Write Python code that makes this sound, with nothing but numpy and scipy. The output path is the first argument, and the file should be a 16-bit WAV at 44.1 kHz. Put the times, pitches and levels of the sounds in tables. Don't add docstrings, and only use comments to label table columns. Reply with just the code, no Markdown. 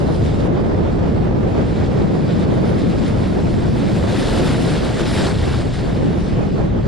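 import sys
import numpy as np
from scipy import signal
from scipy.fft import rfft, irfft, next_fast_len
from scipy.io import wavfile
from scipy.ndimage import uniform_filter1d, minimum_filter1d, map_coordinates

SR = 44100
rng = np.random.default_rng(int(sys.argv[2]) if len(sys.argv) > 2 else 0)


def master(y):
    cut = np.clip(np.atleast_2d(y).T, -1, 1)
    pcm = np.round(cut * 32767)
    wavfile.write(sys.argv[1], SR, pcm.astype(np.int16))


N = 303011
TOP_HZ = 11700


def amp(db):
    return 10 ** (np.asarray(db) / 20)


def unit(x):
    return x / np.sqrt(np.mean(x ** 2) + 1e-20)


def along(points, hz):
    point_hz, value = np.transpose(points)
    return np.interp(np.log(hz + 1), np.log(point_hz + 1), value)


def curves(rows):
    s, *columns = np.transpose(rows)
    return [np.interp(np.arange(N) / SR, s, column) for column in columns]


def wobble(knots_per_s):
    knots = rng.standard_normal(int(N * knots_per_s / SR) + 4)
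    return map_coordinates(knots, [np.arange(N) * knots_per_s / SR])


def filtered(x, response):
    m = next_fast_len(N + SR // 2)
    return irfft(rfft(x, m) * response(np.fft.rfftfreq(m, 1 / SR)), m)[..., :N]


def split(x, edge_hz):
    low = filtered(x, lambda hz: 1 / (1 + (hz / edge_hz) ** 8))
    return unit(low), unit(x - low)


def hump(middle_s, width_s):
    return 0.5 ** ((2 * (np.arange(N) / SR - middle_s) / width_s) ** 2)


def blows(rows):
    return sum(amp(db) ** 2 * hump(s, width_s) for s, width_s, db in rows)


def at_ports(pair, spectrum, alike, side_db):
    def turn(hz):
        return np.arccos(np.clip(along(alike, hz), -1, 1)) / 2

    def mid_side(hz):
        return amp(along(spectrum, hz)) * [np.cos(turn(hz)), np.sin(turn(hz))]

    mid, side = filtered(pair, mid_side)
    left_right = np.array([mid + side, mid - side])
    ports = filtered(left_right, lambda hz: amp(np.outer([.5, -.5], along(side_db, hz))))
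    return ports / np.std(ports.mean(axis=0))


# frequency in Hz, correlation (-1 to 1).
WIND_CORRELATION = [(25, 1), (60, 0.78), (100, 0.87), (170, 0.48), (230, 0.011), (300, -0.14), (500, 0.059),
                    (1000, -0.053), (3000, -0.074)]
# frequency in Hz, left minus right in dB.
WIND_SIDE_DB = [(30, -3), (55, -1.5), (120, 3.5), (210, 0.5), (300, 1), (400, -3), (700, -3.5), (1200, -3),
                (3000, -0.5)]


def eddies(spectrum, steady_s):
    x = at_ports(rng.standard_normal((2, N)), spectrum, WIND_CORRELATION, WIND_SIDE_DB)
    power = uniform_filter1d(np.mean(x, axis=0) ** 2, size=max(int(steady_s * SR), 1))
    return x / np.sqrt(np.abs(power) + 1e-6)


# frequency in Hz, relative level in dB per Hz.
SWELL_SPECTRUM = [(8, -15), (22, -7), (32, -4), (60, 1), (90, -0.5), (120, -1.5), (170, -15.5), (400, -88)]


def unit_swell():
    return eddies(SWELL_SPECTRUM, steady_s=0.12)


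# time in seconds, level in dB.
HEAVE_DB = [(0, -26), (.4, -21), (.7, -27), (1.22, -19.5), (1.55, -25), (1.85, -19), (2.17, -26.5),
            (2.45, -23), (2.95, -23.5), (3.15, -24), (3.55, -24.5), (3.7, -22), (4.05, -35), (4.3, -21.5),
            (4.52, -22.5), (4.72, -24), (5.0, -24.5), (5.55, -19.5), (5.8, -24), (6.87, -21)]


def heave(swell):
    return amp(curves(HEAVE_DB)[0] + 1.1 * wobble(9.8)) * swell


# frequency in Hz, relative level in dB per Hz.
THUMP_SPECTRUM = [(35, -18), (60, -5), (86, 4), (120, -4.5), (160, -10), (400, -81)]
# middle in seconds, width in seconds, level in dB.
THUMP_EVENTS = [(.24, 0.16, -19.5), (.83, 0.17, -20.5), (1.07, 0.16, -29), (2.47, 0.1, -19.5),
                (3.19, 0.11, -20), (3.52, 0.24, -22.5), (4.02, 0.14, -18), (5.19, 0.14, -24.5),
                (5.4, 0.17, -22.5), (5.63, 0.073, -23.5), (6.33, 0.15, -21)]


def thumps():
    return np.sqrt(blows(THUMP_EVENTS)) * eddies(THUMP_SPECTRUM, steady_s=0.08)


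# time in seconds, level in dB.
TURBULENCE_DB = [(0, 2), (.25, -2), (.6, 1.5), (1.0, -0.3), (1.7, -0.3), (2.2, 1), (2.65, 0.5), (3.2, -1.5),
                 (3.9, -0.6), (4.45, -0.2), (4.8, -2.2), (5.0, -3), (5.25, -3.5), (5.45, -3.5),
                 (5.75, -6.5), (6.1, -2.5), (6.7, -6), (6.87, -8.5)]
# middle in seconds, width in seconds,
# level in dB against the small eddies.
BUFFET_EVENTS = [(.05, 0.069, -12), (.47, 0.1, 2.5), (.74, 0.2, -4.5), (1.03, 0.052, -7),
                 (1.17, 0.18, -2.5), (1.42, 0.11, -3), (1.61, 0.053, 3), (2.02, 0.053, 2), (2.32, .12, -12),
                 (2.61, 0.13, -1.5), (3.02, 0.038, 1.5), (3.39, 0.034, 2), (3.72, 0.06, -11),
                 (5.24, 0.083, -5.5), (5.66, 0.051, -4.5), (5.85, 0.06, -3), (6.03, 0.12, -1),
                 (6.22, 0.11, -2), (6.4, 0.077, -0.5), (6.59, 0.11, 1), (6.77, 0.047, -0.5),
                 (6.87, 0.037, -1)]


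def turbulence():
    return 10 * np.log10(amp(curves(TURBULENCE_DB)[0]) ** 2 + blows(BUFFET_EVENTS))


# time in seconds, gust share (0 slack, 1 full gust).
GUST_SHARE = [(0, 0.53), (.7, 0.32), (1.25, 0.63), (1.68, 0.16), (2.03, 0.95), (2.27, 0.8), (2.55, 1),
              (2.9, 0.77), (3.35, 0.61), (3.85, 0.86), (4.12, 0.64), (4.27, 0.25), (4.6, 0.94), (4.78, 0.5),
              (4.92, 0.08), (5.1, .45), (5.55, 0.44), (5.75, 0.05), (6.0, 0.59), (6.25, 0.4), (6.6, 0.41),
              (6.87, 0.38)]
# frequency in Hz, relative level in dB per Hz.
SLACK_ROAR_SPECTRUM = [(35, -26), (80, -8), (120, -1), (165, 0), (250, -3), (330, -9.5), (600, -33),
                       (1500, -85)]
# frequency in Hz, relative level in dB per Hz.
GUST_ROAR_SPECTRUM = [(50, -36.5), (100, -7), (140, -2), (175, 1), (240, -4), (340, -9), (600, -28.5),
                      (1500, -95)]
ROAR_DB, ROAR_GUST_DB = -21.5, 5
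ROAR_FOLLOWS_DB_PER_DB = 0.48


def roar(turbulence_db):
    gust = np.clip(curves(GUST_SHARE)[0], 0, 1)
    level_db = ROAR_DB + ROAR_GUST_DB * gust + ROAR_FOLLOWS_DB_PER_DB * turbulence_db + 0.5 * wobble(9.7)
    slack = np.sqrt(1 - gust) * eddies(SLACK_ROAR_SPECTRUM, steady_s=0.1)
    full = np.sqrt(gust) * eddies(GUST_ROAR_SPECTRUM, steady_s=.11)
    return amp(level_db) * (slack + full)


# frequency in Hz, relative level in dB per Hz.
FLUTTER_SPECTRUM = [(130, -13.5), (250, -3), (350, 2), (500, -2.17), (700, -7.8), (1000, -15.5),
                    (1500, -22), (2500, -31.5), (4000, -41.5), (6000, -46.5), (11000, -77.5)]
FLUTTER_DB = -24


def flutter(turbulence_db, swell):
    level_db = FLUTTER_DB + turbulence_db + 1.1 * wobble(19)
    burst_db = 1.02 * wobble(40) + 0.54 * wobble(140) + 0.57 * swell.mean(axis=0)
    bursts = unit(amp(burst_db))
    return amp(level_db) * bursts * eddies(FLUTTER_SPECTRUM, steady_s=0.07)


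def wind():
    swell = unit_swell()
    turbulence_db = turbulence()
    return heave(swell) + thumps() + roar(turbulence_db) + flutter(turbulence_db, swell)


def churn(patchy_db):
    z = signal.stft(rng.standard_normal((2, N)), nperseg=512)[2]
    field = uniform_filter1d(rng.standard_normal(z.shape[1:]), size=8, axis=0)
    field = uniform_filter1d(field, size=10, axis=1)
    noise = signal.istft(z * amp(patchy_db * unit(field)), nperseg=512)[1]
    return unit(noise[:, :N])


def bubbles(count, centre_hz, spread, cycles, size_db):
    when, port = rng.random((2, count))
    hz = centre_hz * np.exp(spread * rng.standard_normal(count))
    hz = np.clip(hz, 400, TOP_HZ)[:, None]
    size = amp(size_db * np.minimum(rng.exponential(size=count), 4))[:, None]
    k = np.arange(160)
    phase = hz * k / SR
    rings = size * np.sin(2 * np.pi * phase) * np.exp(-phase / cycles)
    start = (when * (N - len(k))).astype(int) + N * (port > .5)
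    streams = np.bincount((start[:, None] + k).ravel(), rings.ravel(), 2 * N)
    return unit(streams.reshape(2, N))


# time in seconds, surf level in dB.
WASH_LEVEL_DB = [(0, -52), (1.1, -49), (1.3, -52), (1.62, -46.5), (2.1, -46), (2.7, -44), (3.7, -43),
                 (4.4, -36), (5.3, -42), (5.85, -43.5), (6.02, -44.5), (6.45, -47.5), (6.7, -51.5),
                 (6.87, -49.5)]
# start in seconds, length in seconds, surf level in dB,
# brightness in dB (weighted by treble).
SURGE_EVENTS = [(-.1, 0.57, -46, 9.5), (0.094, 0.07, -44.5, 12), (0.215, 0.14, -51, 0),
                (0.366, 0.046, -45.5, 3), (1.683, 0.18, -51, -6), (2.287, 0.17, -48, -0.5),
                (2.948, 0.14, -43.5, 1), (3.848, 0.15, -44.5, 0.5), (4.065, 0.5, -39.5, -2.6),
                (4.17, 0.13, -39.5, 10), (4.288, 0.25, -43.5, 0), (4.583, 0.2, -39, 1),
                (4.812, 0.813, -39, -1), (4.965, 0.049, -34, -3.5), (5.03, 0.286, -36, 0),
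                (5.143, 0.135, -35, .8), (5.705, 0.105, -41, 2)]
SURGE_RISE_S, SURGE_FALL_S = 0.036, 0.0095
LOUD_SURF_DB = -26.5


def surf_level(treble):
    t = np.arange(N) / SR
    power = amp(curves(WASH_LEVEL_DB)[0]) ** 2
    for start_s, length_s, db, bright_db in SURGE_EVENTS:
        build = np.clip((t - start_s) / SURGE_RISE_S, 0, 1)
        collapse = np.exp(-np.maximum(t - start_s - length_s, 0) / SURGE_FALL_S)
        power = power + (amp(db + treble * bright_db) * build * collapse) ** 2
    return 10 * np.log10(power) - LOUD_SURF_DB


# frequency in Hz, relative level in dB per Hz.
WASH_SPECTRUM = [(200, -17), (600, 0.5), (1200, -1), (1700, -1), (2700, -3.5), (3600, -3), (5000, -7),
                 (6000, -12.5), (7500, -13.5), (11000, -47)]
# frequency in Hz, correlation (-1 to 1).
WASH_CORRELATION = [(300, 0.11), (1000, 0.52), (1700, 1), (2800, 0.47), (3600, .97), (4900, 0.88),
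                    (6200, 0.072), (7200, 0), (9000, 0)]
# frequency in Hz, left minus right in dB.
SEA_SIDE_DB = [(500, 2.5), (2000, 0), (2900, 1), (4000, 0), (7000, -0.5), (9200, -3), (11000, -1)]


def wash(near):
    foam = churn(patchy_db=2.0)
    foam = foam + 0.31 * bubbles(count=10000, centre_hz=3500, spread=0.48, cycles=1.0, size_db=2.2)
    return np.sqrt(1 - near) * at_ports(foam, WASH_SPECTRUM, WASH_CORRELATION, SEA_SIDE_DB)


# frequency in Hz, relative level in dB per Hz.
SPRAY_SPECTRUM = [(3500, -28.5), (5500, -4.5), (6200, -7), (7200, -1), (8800, 8), (10000, 8), (11250, -3),
                  (11700, -29)]
# frequency in Hz, correlation (-1 to 1).
SPRAY_CORRELATION = [(5200, .6), (6300, 0.1), (7200, 0.95), (8200, 0.25), (9500, -0.52), (11000, -0.64)]
SPRAY_DB, SPRAY_GROWS_DB_PER_DB = -10, 1.21


def spray():
    level_db = SPRAY_DB + SPRAY_GROWS_DB_PER_DB * surf_level(treble=0.13)
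    drops = churn(patchy_db=3.5)
    drops = drops + 0.44 * bubbles(count=9000, centre_hz=7440, spread=0.28, cycles=1.7, size_db=2.5)
    return amp(level_db) * at_ports(drops, SPRAY_SPECTRUM, SPRAY_CORRELATION, SEA_SIDE_DB)


# frequency in Hz, relative level in dB per Hz.
CRASH_SPECTRUM = [(300, 0), (700, 6.5), (1100, -0.5), (1600, 0.3), (2100, -2), (2800, -4.5), (3600, -1.5),
                  (5200, -6), (6100, -12.5), (7500, -13), (11000, -33.5)]
# frequency in Hz, correlation (-1 to 1).
CRASH_CORRELATION = [(300, 0.96), (900, 0.98), (1600, 1), (2100, 1), (2700, 0.93), (3100, .85), (3600, 1),
                     (4500, 1), (5000, 1), (5500, 1), (6200, .3), (7200, 1), (9000, 0.2)]


def crash(near):
    splash = churn(patchy_db=1.2)
    splash = splash + 0.3 * bubbles(count=9000, centre_hz=3320, spread=0.551, cycles=2.45, size_db=3)
    return np.sqrt(near) * at_ports(splash, CRASH_SPECTRUM, CRASH_CORRELATION, SEA_SIDE_DB)


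# frequency in Hz, relative level in dB per Hz.
PLUNGE_SPECTRUM = [(90, -26), (200, 3), (350, 9), (550, 5.5), (800, -5), (1200, -10.5), (2000, -29)]
# middle in seconds, width in seconds, level in dB against the rush.
PLUNGE_EVENTS = [(4.35, 1, 3.5), (5.22, .35, -1)]


def plunge():
    crest = at_ports(churn(patchy_db=2.0), PLUNGE_SPECTRUM, CRASH_CORRELATION, SEA_SIDE_DB)
    return np.sqrt(blows(PLUNGE_EVENTS)) * crest


# time in seconds, its share of surf power (0 to 1).
BREAKER_SHARE = [(0, 0), (1.3, 0.38), (2.5, 0.2), (3.5, 0.9), (3.95, 0.76), (4.25, 0.9), (4.6, 0.65),
                 (5.3, 1), (5.7, 0.97), (6.2, 0.18), (6.87, 0)]
RUSH_DB, RUSH_GROWS_DB_PER_DB = 4.5, 0.9
HISS_DB = 1.25


def sea():
    near = np.clip(curves(BREAKER_SHARE)[0], 0, 1)
    rush_db = RUSH_DB + RUSH_GROWS_DB_PER_DB * surf_level(treble=-0.98) + 0.53 * wobble(12)
    hiss_db = HISS_DB + surf_level(treble=0)
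    rush, hiss = split(wash(near) + crash(near), edge_hz=2840)
    body = amp(rush_db) * (rush + plunge())
    slosh = amp((1.05 - 0.47 * near) * wobble(26))
    return amp(LOUD_SURF_DB) * slosh * (body + amp(hiss_db) * hiss + spray())


def scene():
    return wind() + sea()


def limiter(x, ceiling_db, hold_s):
    needed = np.minimum(1, amp(ceiling_db) / (np.abs(x).max(axis=0) + 1e-9))
    span = max(int(hold_s * SR), 2)
    return x * uniform_filter1d(minimum_filter1d(needed, size=span), size=span)


def record(dry):
    held = limiter(dry * amp(-1.22), ceiling_db=-5.5, hold_s=0.024)
    return filtered(held, lambda hz: hz < TOP_HZ)


dry = scene()
out = record(dry)
master(out)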